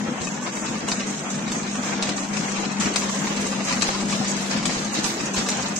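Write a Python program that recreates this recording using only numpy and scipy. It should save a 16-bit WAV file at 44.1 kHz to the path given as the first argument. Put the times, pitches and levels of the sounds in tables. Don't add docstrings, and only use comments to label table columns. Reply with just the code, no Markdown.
import sys
import numpy as np
from scipy import signal
from scipy.fft import rfft, irfft, dct
from scipy.io import wavfile
from scipy.ndimage import uniform_filter1d

SR = 44100
rng = np.random.default_rng(int(sys.argv[2]) if len(sys.argv) > 2 else 0)


def gain_from_db(level_db):
    decades = np.asarray(level_db, float) / 20
    return 10 ** decades


def unload_audio(sound):
    columns = np.transpose(np.atleast_2d(sound))
    steps = np.round(np.clip(columns, -1, 1) * 32767)
    wavfile.write(sys.argv[1], SR, steps.astype(np.int16))


N = 255339
HZ = np.fft.rfftfreq(N, 1 / SR)
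STROKE_RISE_S = 0.007

# start_s, cam_edge_db, top_of_dust_db,
# left_minus_right_db
CAMERA_AIM = [
    (0, 1.5, 2.5, 1),
    (1.7, 0, 5, -0.5),
    (2.7, -0.5, 2, 1.5),
    (3.3, -1.5, 6, 0),
    (3.5, 1, -6, 0.5),
    (3.9, 3, -5, 1),
    (4.3, 2, -4, 1),
    (4.9, 3, -7, 0),
    (5.05, 1.5, 4.5, 0),
    (5.79, 0, 12, 0),
]


def evened(x):
    return x / np.sqrt(np.mean(x ** 2) + 1e-20)


def read(points, hz):
    f, value = np.transpose(points)
    return np.interp(np.log(hz + 1), np.log(f + 1), value)


def column(rows, order):
    rows = np.asarray(rows)
    return np.interp(np.arange(N) / SR, rows[:, 0], rows[:, order])


def lumps(size):
    once = uniform_filter1d(rng.standard_normal(N), size=size)
    return evened(uniform_filter1d(once, size=size))


def strokes(rows, rest_db, rise_s, order=1):
    power = np.full(N + SR, gain_from_db(rest_db) ** 2)
    t = np.arange(SR // 2) / SR
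    for row in rows:
        start_s, length_s = row[0], row[2]
        shape = np.minimum(t / rise_s, 1) ** 2 * np.exp(-(t / length_s) ** 2)
        power[round(start_s * SR):][:len(t)] += gain_from_db(row[order]) ** 2 * shape
    return 10 * np.log10(power[:N])


def contacts(per_s, spread_db, smooth):
    bunch = lumps(size=300)
    size = gain_from_db(spread_db * (np.minimum(rng.exponential(1, N), 5) / 2 + bunch))
    hits = rng.random(N) < per_s / SR
    ticks = size * hits * rng.standard_normal((2, N))
    return evened(ticks) + smooth * rng.standard_normal((2, N))


def ports(drive, gain):
    # pitch_hz, side_minus_mid_db
    width_curve = [(40, -10), (80, -7), (110, -11), (200, -17), (380, -8.5), (700, -3), (1290, 0),
                   (2380, -0.5), (4400, 0.5), (8120, 1), (15000, -0.5)]
    # pitch_hz, left_minus_right_db
    balance_curve = [(30, -2), (60, 1), (110, 1.5), (200, 2.5), (380, 3.5), (700, 1), (1290, 1.5),
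                     (2380, 0), (4400, 0), (6500, -3), (9000, 2.5), (13000, -3.5)]
    mid, side = rfft(drive) * gain
    side = side * gain_from_db(read(width_curve, HZ))
    lean = gain_from_db(read(balance_curve, HZ) / 2)
    pair = irfft([(mid + side) * lean, (mid - side) / lean], N)
    return pair / np.sqrt(np.mean(pair.mean(0) ** 2))


def motor():
    # start_s, level_db
    hum_levels = [(0.0, -28), (0.09, -49), (0.16, -49), (0.19, -36), (0.74, -37), (1.1, -28.5), (1.23, -46),
                  (1.27, -32), (3.66, -29), (3.69, -34), (4.24, -25.5), (4.81, -34), (5.11, -29),
                  (5.18, -54), (5.32, -30.5), (5.79, -32)]
    # pitch_hz, width_hz, level_db
    panel_table = [(44.7, 4.4, -25), (81.7, 11, -15.5), (156.3, 38, -4), (178, 22, -6), (212.3, 21.4, 0.5),
                   (245, 23.5, 0.5), (291, 20, -4.5), (334.4, 7.6, -5)]
    # start_s, level_db, length_s
    thump_table = [(0.0, -27, 0.042), (0.075, -23.5, 0.051), (0.19, -31, 0.085), (0.35, -32, 0.023),
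                   (0.68, -27.5, 0.071), (0.83, -21, 0.02), (1.07, -45, 0.069), (1.32, -29, 0.19),
                   (1.77, -23, 0.023), (1.95, -27, 0.051), (2.07, -24.5, 0.045), (2.39, -23.5, 0.04),
                   (2.78, -25, 0.039), (2.85, -16.5, 0.014), (3.17, -31.5, 0.27), (3.45, -28, 0.035),
                   (3.7, -25, 0.098), (4.02, -28.5, 0.089), (4.19, -21.5, 0.022), (4.33, -41, .05),
                   (4.54, -26, 0.14), (4.67, -26, 0.019), (4.97, -25, 0.039), (5.2, -21, 0.035),
                   (5.37, -26.5, 0.06)]
    hum_hz, waver_hz = 198.9, 2.8
    waver = evened(uniform_filter1d(rng.standard_normal(N), size=6000))
    hum = np.sqrt(2) * np.cos(2 * np.pi * np.cumsum(hum_hz + waver_hz * waver) / SR)
    panels = sum(gain_from_db(db) ** 2 / (1 + (2 * (HZ - hz) / width) ** 2) ** 2 for hz, width, db in panel_table)
    boom = ports(rng.standard_normal((2, N)), np.sqrt(panels))
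    hum_db = column(hum_levels, order=1)
    boom_db = strokes(thump_table, rest_db=-33, rise_s=0.017)
    boom_db = boom_db + 0.065 * (hum_db - hum_db.mean())
    hum = hum * gain_from_db(hum_db - 2.0 + 0.74 * lumps(size=1500)) * gain_from_db([[1.7], [-1.7]])
    return hum + boom * gain_from_db(boom_db - 2.0)


def gears(cam_db):
    # pitch_hz, level_db (per Hz)
    gear_colour = [(18, -58), (30, -54), (103, -45), (134, -7.5), (167, -39), (198, -8), (366, -13.5),
                   (817, -17.5), (949, -19), (2600, -26), (3380, -30), (5720, -120)]
    above_boom = 1 / np.sqrt(1 + (380 / (HZ + 1)) ** 4) + gain_from_db(-3.5)
    sound = ports(contacts(6000, spread_db=1.9, smooth=1.53), gain_from_db(read(gear_colour, HZ)) * above_boom)
    gear_db = -33.03 + 0.27 * (cam_db - cam_db.mean()) - 0.5 * lumps(size=900)
    casing = irfft(rfft(sound) / (1 + (HZ / 650) ** 6), N)
    teeth = sound - casing
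    sound = casing * gain_from_db(0.84 * lumps(size=1200)) + teeth * gain_from_db(1.98 * lumps(size=1200))
    return sound * gain_from_db(gear_db)


def cams(cam_db):
    # pitch_hz, level_db (per Hz)
    cam_colour = [(1060, -2), (1800, 1.5), (2500, 1.5), (3230, 0), (4020, 2), (4420, 0.5), (5300, 1),
                  (7280, -8), (12300, -120)]
    edge_hz, edge_width_hz = 4600, 1200
    sound = ports(contacts(5000, spread_db=2.1, smooth=0.64), gain_from_db(read(cam_colour, HZ)))
    edge = irfft(rfft(sound) * np.exp(-((HZ - edge_hz) / edge_width_hz) ** 2), N)
    sound = sound + (gain_from_db(column(CAMERA_AIM, order=1)) - 1) * edge
    return sound * gain_from_db(cam_db - 1.0)


def slides():
    # start_s, rub_db, length_s, fine_dust_db
    rub_table = [(0.205,-39.5,0.11,-65), (0.419,-37.5,0.052,-65), (0.519,-40,0.2,-62.5),
                 (0.875,-36.5,0.091,-59), (1.06,-40,0.22,-65), (1.29,-38.5,0.072,-70),
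                 (1.515,-36.5,0.082,-67), (1.696,-39.5,0.11,-72), (1.816,-36,0.1,-60.5),
                 (2.021,-40,0.083,-65), (2.16,-36.5,0.063,-65), (2.33,-38,0.26,-63.5),
                 (2.797,-32,0.073,-57), (2.955,-32,0.074,-55), (3.09,-36.5,0.15,-60),
                 (3.198,-42.5,0.49,-61), (3.397,-39,0.15,-55), (3.637,-37,0.25,-54.5),
                 (3.817,-40,0.22,-57.5), (4.081,-37.5,0.13,-54.5), (4.275,-32.5,0.044,-54),
                 (4.36,-39,0.21,-54.5), (4.495,-39,0.05,-59), (4.651,-36.5,0.18,-55),
                 (4.924,-35,0.077,-54.5), (5.032,-34,0.091,-49), (5.183,-41.5,0.14,-71),
                 (5.333,-34.5,0.12,-60), (5.482,-31.5,0.051,-61), (5.567,-38,0.14,-68),
                 (5.757,-32.5,0.028,-71)]
    # pitch_hz, level_db (per Hz)
    rub_colour = [(2820, -33), (5300, -5.5), (6200, 2), (7750, -1.5), (8600, -8), (10000, -36.5),
                  (13000, -52), (22000, -120)]
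    # pitch_hz, level_db (per Hz)
    dust_colour = [(5470, -26), (9300, 2), (9980, 0), (11200, -5.5), (15000, -15), (16000, -12.5)]
    ridge_hz, ridge_width_hz, ridge_db = 6620, 450, 1.5
    ridge = ridge_db * np.exp(-((HZ - ridge_hz) / ridge_width_hz) ** 2)
    rub = ports(contacts(7600, spread_db=2.4, smooth=0.92), gain_from_db(read(rub_colour, HZ) + ridge))
    dust = ports(contacts(10000, spread_db=2.4, smooth=0.6), gain_from_db(read(dust_colour, HZ)))
    top = irfft(rfft(dust) / (1 + (12500 / (HZ + 1)) ** 12), N)
    dust = dust + (gain_from_db(column(CAMERA_AIM, order=2)) - 1) * top
    rub_db = strokes(rub_table, rest_db=-44.5, rise_s=STROKE_RISE_S)
    dust_db = strokes(rub_table, rest_db=-67, rise_s=STROKE_RISE_S, order=3)
    return rub * gain_from_db(rub_db + 1.77) + dust * gain_from_db(dust_db + 7.0)


def patchy(x):
    patch_db = 1.9
    z = signal.stft(x, nperseg=2048)[2]
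    field = uniform_filter1d(rng.standard_normal(z.shape[1:]), size=3, axis=0)
    field = evened(uniform_filter1d(field, size=5, axis=1))
    return signal.istft(z * gain_from_db(patch_db * field - patch_db / 4), nperseg=2048)[1][:, :N]


def motion():
    # start_s, rattle_db, length_s
    lobe_table = [(0.03, -43.5, 0.066), (0.205, -38.5, 0.036), (0.459, -34, 0.033), (0.649, -37.5, 0.17),
                  (0.863, -38, 0.3), (1.282, -38.5, 0.085), (1.457, -41, 0.33), (1.651, -39.5, 0.11),
                  (1.821, -34.5, 0.25), (2.02, -31.5, 0.1), (2.33, -33, 0.036), (2.36, -35, 0.28),
                  (2.544, -35.5, 0.14), (2.799, -28.5, 0.089), (2.955, -31, 0.21), (3.238, -33, 0.27),
                  (3.437, -39, 0.42), (3.667, -31.5, 0.042), (3.692, -32.5, 0.085), (3.806, -30, 0.15),
                  (4.091, -33, 0.33), (4.34, -38.5, 0.18), (4.505, -31, 0.1), (4.65, -32.5, 0.2),
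                  (4.939, -32, 0.17), (5.039, -33, 0.089), (5.173, -36, 0.13), (5.358, -28.5, 0.073),
                  (5.48, -32, 0.18), (5.597, -48.5, 0.2)]
    cam_db = strokes(lobe_table, rest_db=-44, rise_s=STROKE_RISE_S)
    return patchy(gears(cam_db) + cams(cam_db) + slides())


def knocks():
    # pitch_hz, level_db, t60_s (time to fall 60 dB)
    steel_modes = [(1183, 10.5, 0.023), (1795, 3, 0.031), (2520, 11.5, 0.006), (2684, 11, 0.0052),
                   (4005, 7, 0.0078), (4260, -1, 0.009), (5030, 12, 0.0036), (6046, 10, 0.023),
                   (6936, 13.5, 0.0093), (7370, 1.5, 0.029), (7680, 10.5, 0.01)]
    # start_s, peak_db, low_body_db, bright_edge_db, left_minus_right_db
    blow_table = [(0.2167, -23, -24, -6, 3), (0.2460, -23.5, -26, 3, 4), (0.2704, -18, 2, -3, 8),
                  (0.885, -15.5, -9.5, -6, 3.5), (0.9164, -12.5, -25, -14, 4), (1.004, -17, -4, -21, 3),
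                  (1.479, -18.5, -14.5, -10, 9.5), (1.5181, -17, -13, -8, 3.5), (2.025, -13.5, -28, -10, 0),
                  (2.091, -16, -17.5, -14, 3), (2.37, -22, -12, -4, 16), (2.799, -24, -27, 0, 2),
                  (2.8085, -27, -19, -13, 1), (2.8592, -13, -11, -13, 2), (2.9592, -10.5, -18, -9, 5),
                  (3.27, -17, -14, -17, 4), (3.467, -18, -16, -8, -1), (3.7248, -14.5, -12, -23, 6),
                  (3.8210, -8, -15.5, -7, 5), (4.366, -23, -17, -12, 5), (4.655, -13, -31, -12, 7),
                  (4.9553, -22, -43, -31, 3), (5.0427, -17.5, -16, -14, -18), (5.3788, -15.5, -13, -10, 8),
                  (5.4874, -10, -22.5, -9, 0)]
    # start_s, peak_db, bright_edge_db
    tick_table = [(0.342, -28.5, 2), (0.429, -30, 0), (0.5703, -22.5, -8), (0.672, -24, -17),
                  (0.967, -26, -4), (1.069, -26, 11), (1.3022, -25, 9), (1.83, -23, -28),
                  (1.8875, -23.5, -24), (2.0707, -22, -23), (2.1798, -19, -9), (2.2452, -22.5, -4),
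                  (2.332, -23, 0), (2.563, -21.5, -10), (2.6506, -19.5, -26), (2.7169, -22, 2),
                  (2.938, -18.5, -8), (3.094, -22, -25), (3.4436, -25, -23), (3.527, -20.5, -24),
                  (4.01, -21, -3), (4.1055, -20, 11), (4.2445, -21.5, 1), (4.3895, -40, -10),
                  (4.846, -21, 10), (5.2, -19.5, -12), (5.257, -19, 18), (5.3431, -18, -16),
                  (5.465, -16.5, -8), (5.6216, -21, 3),
                  (0.1034, -30, 3), (0.531, -28, -3), (0.6894, -27, 2), (1.1924, -23.5, 2),
                   (1.3508, -24, -1), (1.6304, -28, -11), (1.6752, -24.5, -14), (1.7544, -22, -1),
                   (1.9224, -28, -5), (2.4613, -44, -5), (2.5154, -20.5, 0), (3.0194, -19, -9),
                   (3.3044, -31, -14), (3.3694, -22, -12), (3.6497, -23, 3), (4.0846, -23.5, -10),
                   (4.1242, -16, -6), (4.2953, -30, 1), (4.5083, -25, 6), (4.574, -23, -8),
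                   (4.6281, -19.5, -11), (4.695, -16.5, -11), (4.7502, -20, 6), (4.926, -28, 2),
                   (5.0614, -18, -6), (5.683, -21.5, 8), (5.7636, -26, -12)]
    tick_body_db, tick_pan_db = -9, 3
    build_s, strike_s, crack_s, lead_s = 0.002, 0.0053, 0.0014, 0.001
    out = np.zeros((2, N + 4000))
    t = np.arange(2000) / SR
    hz, mode_db, t60 = np.transpose(steel_modes)[:, :, None]
    ticks = [(s, db, tick_body_db, bright_db, tick_pan_db) for s, db, bright_db in tick_table]
    for s, peak_db, low_db, bright_db, pan_db in blow_table + ticks:
        chatter = rng.standard_normal((2, len(t)))
        strike = np.minimum(t / build_s, 1) * np.exp(-(t / strike_s) ** 4)
        chatter *= np.minimum(t / 0.0004, 1) * (strike + 0.1 * np.exp(-t / 0.016))
        colour_db = np.where(hz < 2700, low_db + 10.0, np.where(hz > 5300, bright_db + 0.3, 0))
        colour_db = colour_db - 6.6 * (hz < 2000)
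        mode_hz = hz * (1 + 0.035 * rng.standard_normal(hz.shape))
        modes = gain_from_db(mode_db + colour_db - 60 * t / t60) * np.sin(2 * np.pi * mode_hz * t)
        knock = signal.fftconvolve(chatter, modes.sum(0)[None], axes=1)
        crack = np.convolve(rng.standard_normal(len(t)), [1, -0.19, 0, 0, -2.2, 0, 0.2, 0, 1], "same")
        crack = crack * t / crack_s * np.exp(-t / crack_s)
        knock[:, :len(t)] += gain_from_db(-5) * abs(knock).max() * crack / abs(crack).max()
        knock[1] = knock[0] + 0.65 * knock[1]
        knock *= gain_from_db(peak_db + 1.5) / abs(knock.mean(0)).max() * gain_from_db([[pan_db / 2], [-pan_db / 2]])
        out[:, round((s - lead_s) * SR):][:, :knock.shape[1]] += knock
    blunt = signal.butter(6, 9000, fs=SR, output="sos")
    return signal.sosfilt(blunt, out[:, :N])


def snaps():
    # start_s, peak_db
    snap_table = [(0.2154, -61), (0.8834, -47), (0.9164, -53), (1.5174, -42), (2.0248, -51), (2.0911, -50),
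                  (2.3314, -52), (2.7152, -63), (2.797, -50), (2.9582, -44), (3.8212, -40), (4.6553, -58),
                  (5.4869, -34)]
    snap_s = 0.0018
    out = np.zeros((2, N + 1000))
    t = np.arange(800) / SR
    band = signal.butter(2, [9600, 12500], "band", fs=SR, output="sos")
    ceiling = signal.butter(10, 15600, fs=SR, output="sos")
    top = np.vstack([band, ceiling])
    for s, peak_db in snap_table:
        burst = signal.sosfilt(top, rng.standard_normal((2, len(t)))) * t / snap_s * np.exp(-t / snap_s)
        out[:, round(s * SR):][:, :len(t)] += gain_from_db(peak_db - 0.5) * burst / abs(burst.mean(0)).max()
    return out[:, :N]


def struck_parts(rows, trim_db, chatter_s, cycles, apart):
    # ratio (times the main pitch), level_db
    partial_table = [(1, 4), (1.37, -2.5), (.74, -8.5), (1.8, -6)]
    out = np.zeros((2, N + 8000))
    t = np.arange(4000) / SR
    ratio, partial_db = np.transpose(partial_table)[:, :, None]
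    for s, peak_db, hz in rows:
        chatter = rng.standard_normal((2, len(t))) * t * np.exp(-t / chatter_s)
        partials = gain_from_db(partial_db - 60 * t * hz / cycles) * np.sin(2 * np.pi * hz * ratio * t)
        knock = signal.fftconvolve(chatter, partials.sum(0)[None], axes=1)
        knock = np.array([knock[0] + apart * knock[1], 0.68 * (knock[0] - apart * knock[1])])
        knock *= gain_from_db(peak_db + trim_db) / abs(knock.mean(0)).max()
        out[:, round((s - chatter_s) * SR):][:, :knock.shape[1]] += knock
    return out[:, :N]


def clunks():
    # start_s, peak_db, pitch_hz
    clunk_table = [(0.376, -22, 1250), (0.423, -24, 830), (0.475, -22, 710), (0.654, -29, 660),
                   (0.755, -21.5, 1210), (0.887, -21.5, 1030), (0.919, -20.5, 740), (0.981, -28, 950),
                   (1.015, -23, 1150), (1.182, -30, 830), (1.392, -24.5, 778), (1.47, -23, 1070),
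                   (1.519, -28, 1250), (1.598, -22, 1250), (1.632, -31, 923), (1.789, -24, 791),
                   (1.836, -28, 900), (1.893, -19, 990), (2.026, -26, 1050), (2.091, -28, 595),
                   (2.159, -26, 834), (2.311, -25, 1200), (2.585, -23, 1670), (2.633, -19.5, 845),
                   (2.81, -21, 1150), (2.96, -14, 2120), (3.038, -25, 1070), (3.095, -17.5, 1040),
                   (3.218, -23, 804), (3.27, -19.5, 1030), (3.303, -22, 826), (3.347, -30, 654),
                   (3.395, -21.5, 721), (3.461, -24, 1150), (3.529, -19, 1130), (3.71, -16.5, 1000),
                   (3.786, -24, 730), (3.826, -25, 1230), (3.89, -14, 1164), (3.951, -18, 1050),
                   (4.026, -23.5, 740), (4.212, -17.5, 760), (4.507, -30, 1160), (4.657, -21, 770),
                   (4.758, -26, 694), (4.866, -27, 690), (4.931, -26, 820), (5.046, -19, 1980),
                   (5.129, -23, 1170), (5.295, -25, 775), (5.344, -23, 1030), (5.377, -21, 770),
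                   (5.458, -34, 676), (5.558, -25, 1140)]
    return struck_parts(clunk_table, trim_db=-4.0, chatter_s=0.0017, cycles=39, apart=0.7)


def bumps():
    # start_s, peak_db, pitch_hz
    bump_table = [(0.078, -15, 240), (0.213, -11, 263), (0.642, -29, 320), (0.848, -20, 256),
                  (1.402, -30, 275), (1.505, -15, 234), (1.567, -19, 275), (1.788, -25, 248),
                  (1.919, -20, 235), (2.318, -21, 253), (2.395, -29, 245), (2.594, -16, 330),
                  (2.792, -21, 246), (2.866, -12, 234), (3.259, -19, 261), (3.36, -20, 244),
                  (3.433, -29, 256), (3.506, -21, 264), (3.621, -29, 237), (3.682, -31, 291),
                  (4.028, -17, 323), (4.091, -18, 250), (4.156, -26, 237), (4.348, -18, 297),
                  (4.573, -20, 237), (4.768, -18, 237), (4.983, -19, 318), (5.163, -24, 337),
                  (5.269, -25, 293), (5.43, -26, 260)]
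    return struck_parts(bump_table, trim_db=-11.0, chatter_s=0.004, cycles=34, apart=0.26)


def rings():
    # start_s, pitch_hz, length_s, level_db
    ring_table = [(0.0, 500, .08, -39.5), (0.149, 746, 0.14, -43.5), (0.022, 800, 0.098, -42),
                  (1.3, 840, 0.12, -49), (1.753, 573, 0.096, -48), (2.1, 850, 0.094, -49),
                  (2.822, 430, .1, -42), (2.86, 351, .07, -36), (2.583, 320.3, .06, -37.5),
                  (3.421, 283.7, 0.069, -33.5), (2.12, 270.4, .1, -36.5), (2.76, 820, .05, -43),
                  (2.947, 1048, 0.21, -42.5), (3.194, 340, .15, -46), (3.55, 1181, 0.3, -44.5),
                  (3.848, 399.6, .15, -41), (4.017, 333.7, 0.25, -42), (4.602, 335.4, .15, -39),
                  (4.948, 336.7, 0.21, -38), (5.298, 240, 0.12, -38)]
    ring_width_hz = 25
    out = np.zeros((2, N + SR))
    r = np.exp(-np.pi * ring_width_hz / SR)
    for s, hz, length_s, db in ring_table:
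        t = np.arange(0, 2 * length_s, 1 / SR)
        shaking = rng.standard_normal((2, SR)).T @ [1, 1j]
        drive = signal.lfilter([1], [1, -r], shaking)[-len(t):]
        ring = evened((drive * np.exp(2j * np.pi * hz * t)).real) * np.sin(np.pi * t / t[-1])
        out[:, round(s * SR):][:, :len(t)] += gain_from_db(db) * ring * gain_from_db([[1.5], [-1.5]])
    return out[:, :N]


def workshop(x, t60):
    t = np.arange(SR // 2) / SR
    signs = rng.choice([-1., 1.], (2, len(t)))
    hits = rng.random((2, len(t))) < 2500 / SR
    taps = signs * hits * gain_from_db(-60 * t / t60) * (t > 0.004)
    return signal.fftconvolve(x, taps / np.linalg.norm(taps[0]), axes=1)[:, :N]


def scene():
    tools = knocks()
    room = motor() + motion() + tools + clunks() + bumps() + rings()
    room = room + gain_from_db(-1) * workshop(tools, t60=0.066)
    return room * gain_from_db(np.outer([0.5, -0.5], column(CAMERA_AIM, order=3)))


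def gate(x, size, count):
    # pitch_hz, level_db
    bar_curve = [(300, -20), (800, -10), (1500, -5), (2500, -3.2), (3400, -1.2), (4800, 0), (6200, -2.5),
                 (8400, -1.2), (8800, 2.8), (9050, 0.2), (9400, 1.5), (9600, 9.5), (9850, 7), (10400, 5.6),
                 (11000, 4.8), (14300, 4.6), (15000, 7.2), (15800, 9.5), (15850, 60)]
    spare_ratio, spare_db, spare_hz = 4.5, -14, 9500
    window = signal.windows.kaiser_bessel_derived(2 * size, 4 * np.pi)
    frames = N // size + 2
    places = size * np.arange(frames)[:, None] + np.arange(2 * size)
    padded = np.pad(x, ((0, 0), (size - count, 3 * size)))
    a, b, c, d = np.split(padded[:, places] * window, 4, axis=2)
    z = dct(np.concatenate([-c[..., ::-1] - d, a - b[..., ::-1]], axis=2), type=4, norm="ortho")
    power = (z ** 2).mean(0)
    local_db = 10 * np.log10(uniform_filter1d(power, size=60, axis=1) + 1e-20)
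    local_db = np.minimum(uniform_filter1d(local_db, size=3, axis=0), local_db + 1.5)
    patches = evened(uniform_filter1d(rng.standard_normal((frames, size // 8)), size=3, axis=0))
    patches = np.repeat(np.clip(patches, -3, 1.35), 8, axis=1)
    starved_db = 0.7 * rng.standard_normal((frames, 1)) + 3.7 * patches
    starved_db = starved_db - 0.2 * (local_db - local_db.mean(0))
    bursts = (np.diff(padded, axis=1, append=0)[:, places] * window) ** 2
    bursts = bursts.mean(0).reshape(frames, 16, -1).mean(2)[:, 4:12]
    sharp = bursts.max(1) > spare_ratio * np.median(bursts, axis=1)
    starved_db = starved_db + spare_db * sharp[:, None] * (np.arange(size) * SR / size / 2 < spare_hz)
    tone_hz = (np.arange(size) + 0.5) * SR / size / 2
    bar = gain_from_db(local_db + read(bar_curve, tone_hz) + starved_db) ** 2
    late, early = np.split(dct(z * (power > bar), type=4, norm="ortho"), 2, axis=2)
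    pieces = np.concatenate([early, -early[..., ::-1], -late[..., ::-1], -late], axis=2) * window
    joined = pieces[:, 1:, :size] + pieces[:, :-1, size:]
    return joined.reshape(2, -1)[:, :N - count]


def top_cut(x):
    return signal.sosfilt(signal.butter(12, 16380, fs=SR, output="sos"), x)


def record(dry):
    untouched = 272
    thinned = gate(dry, size=1024, count=untouched)
    mix = np.concatenate([dry[:, :untouched], thinned], axis=1) + snaps()
    return top_cut(mix)


dry = scene()
out = record(dry)
unload_audio(out)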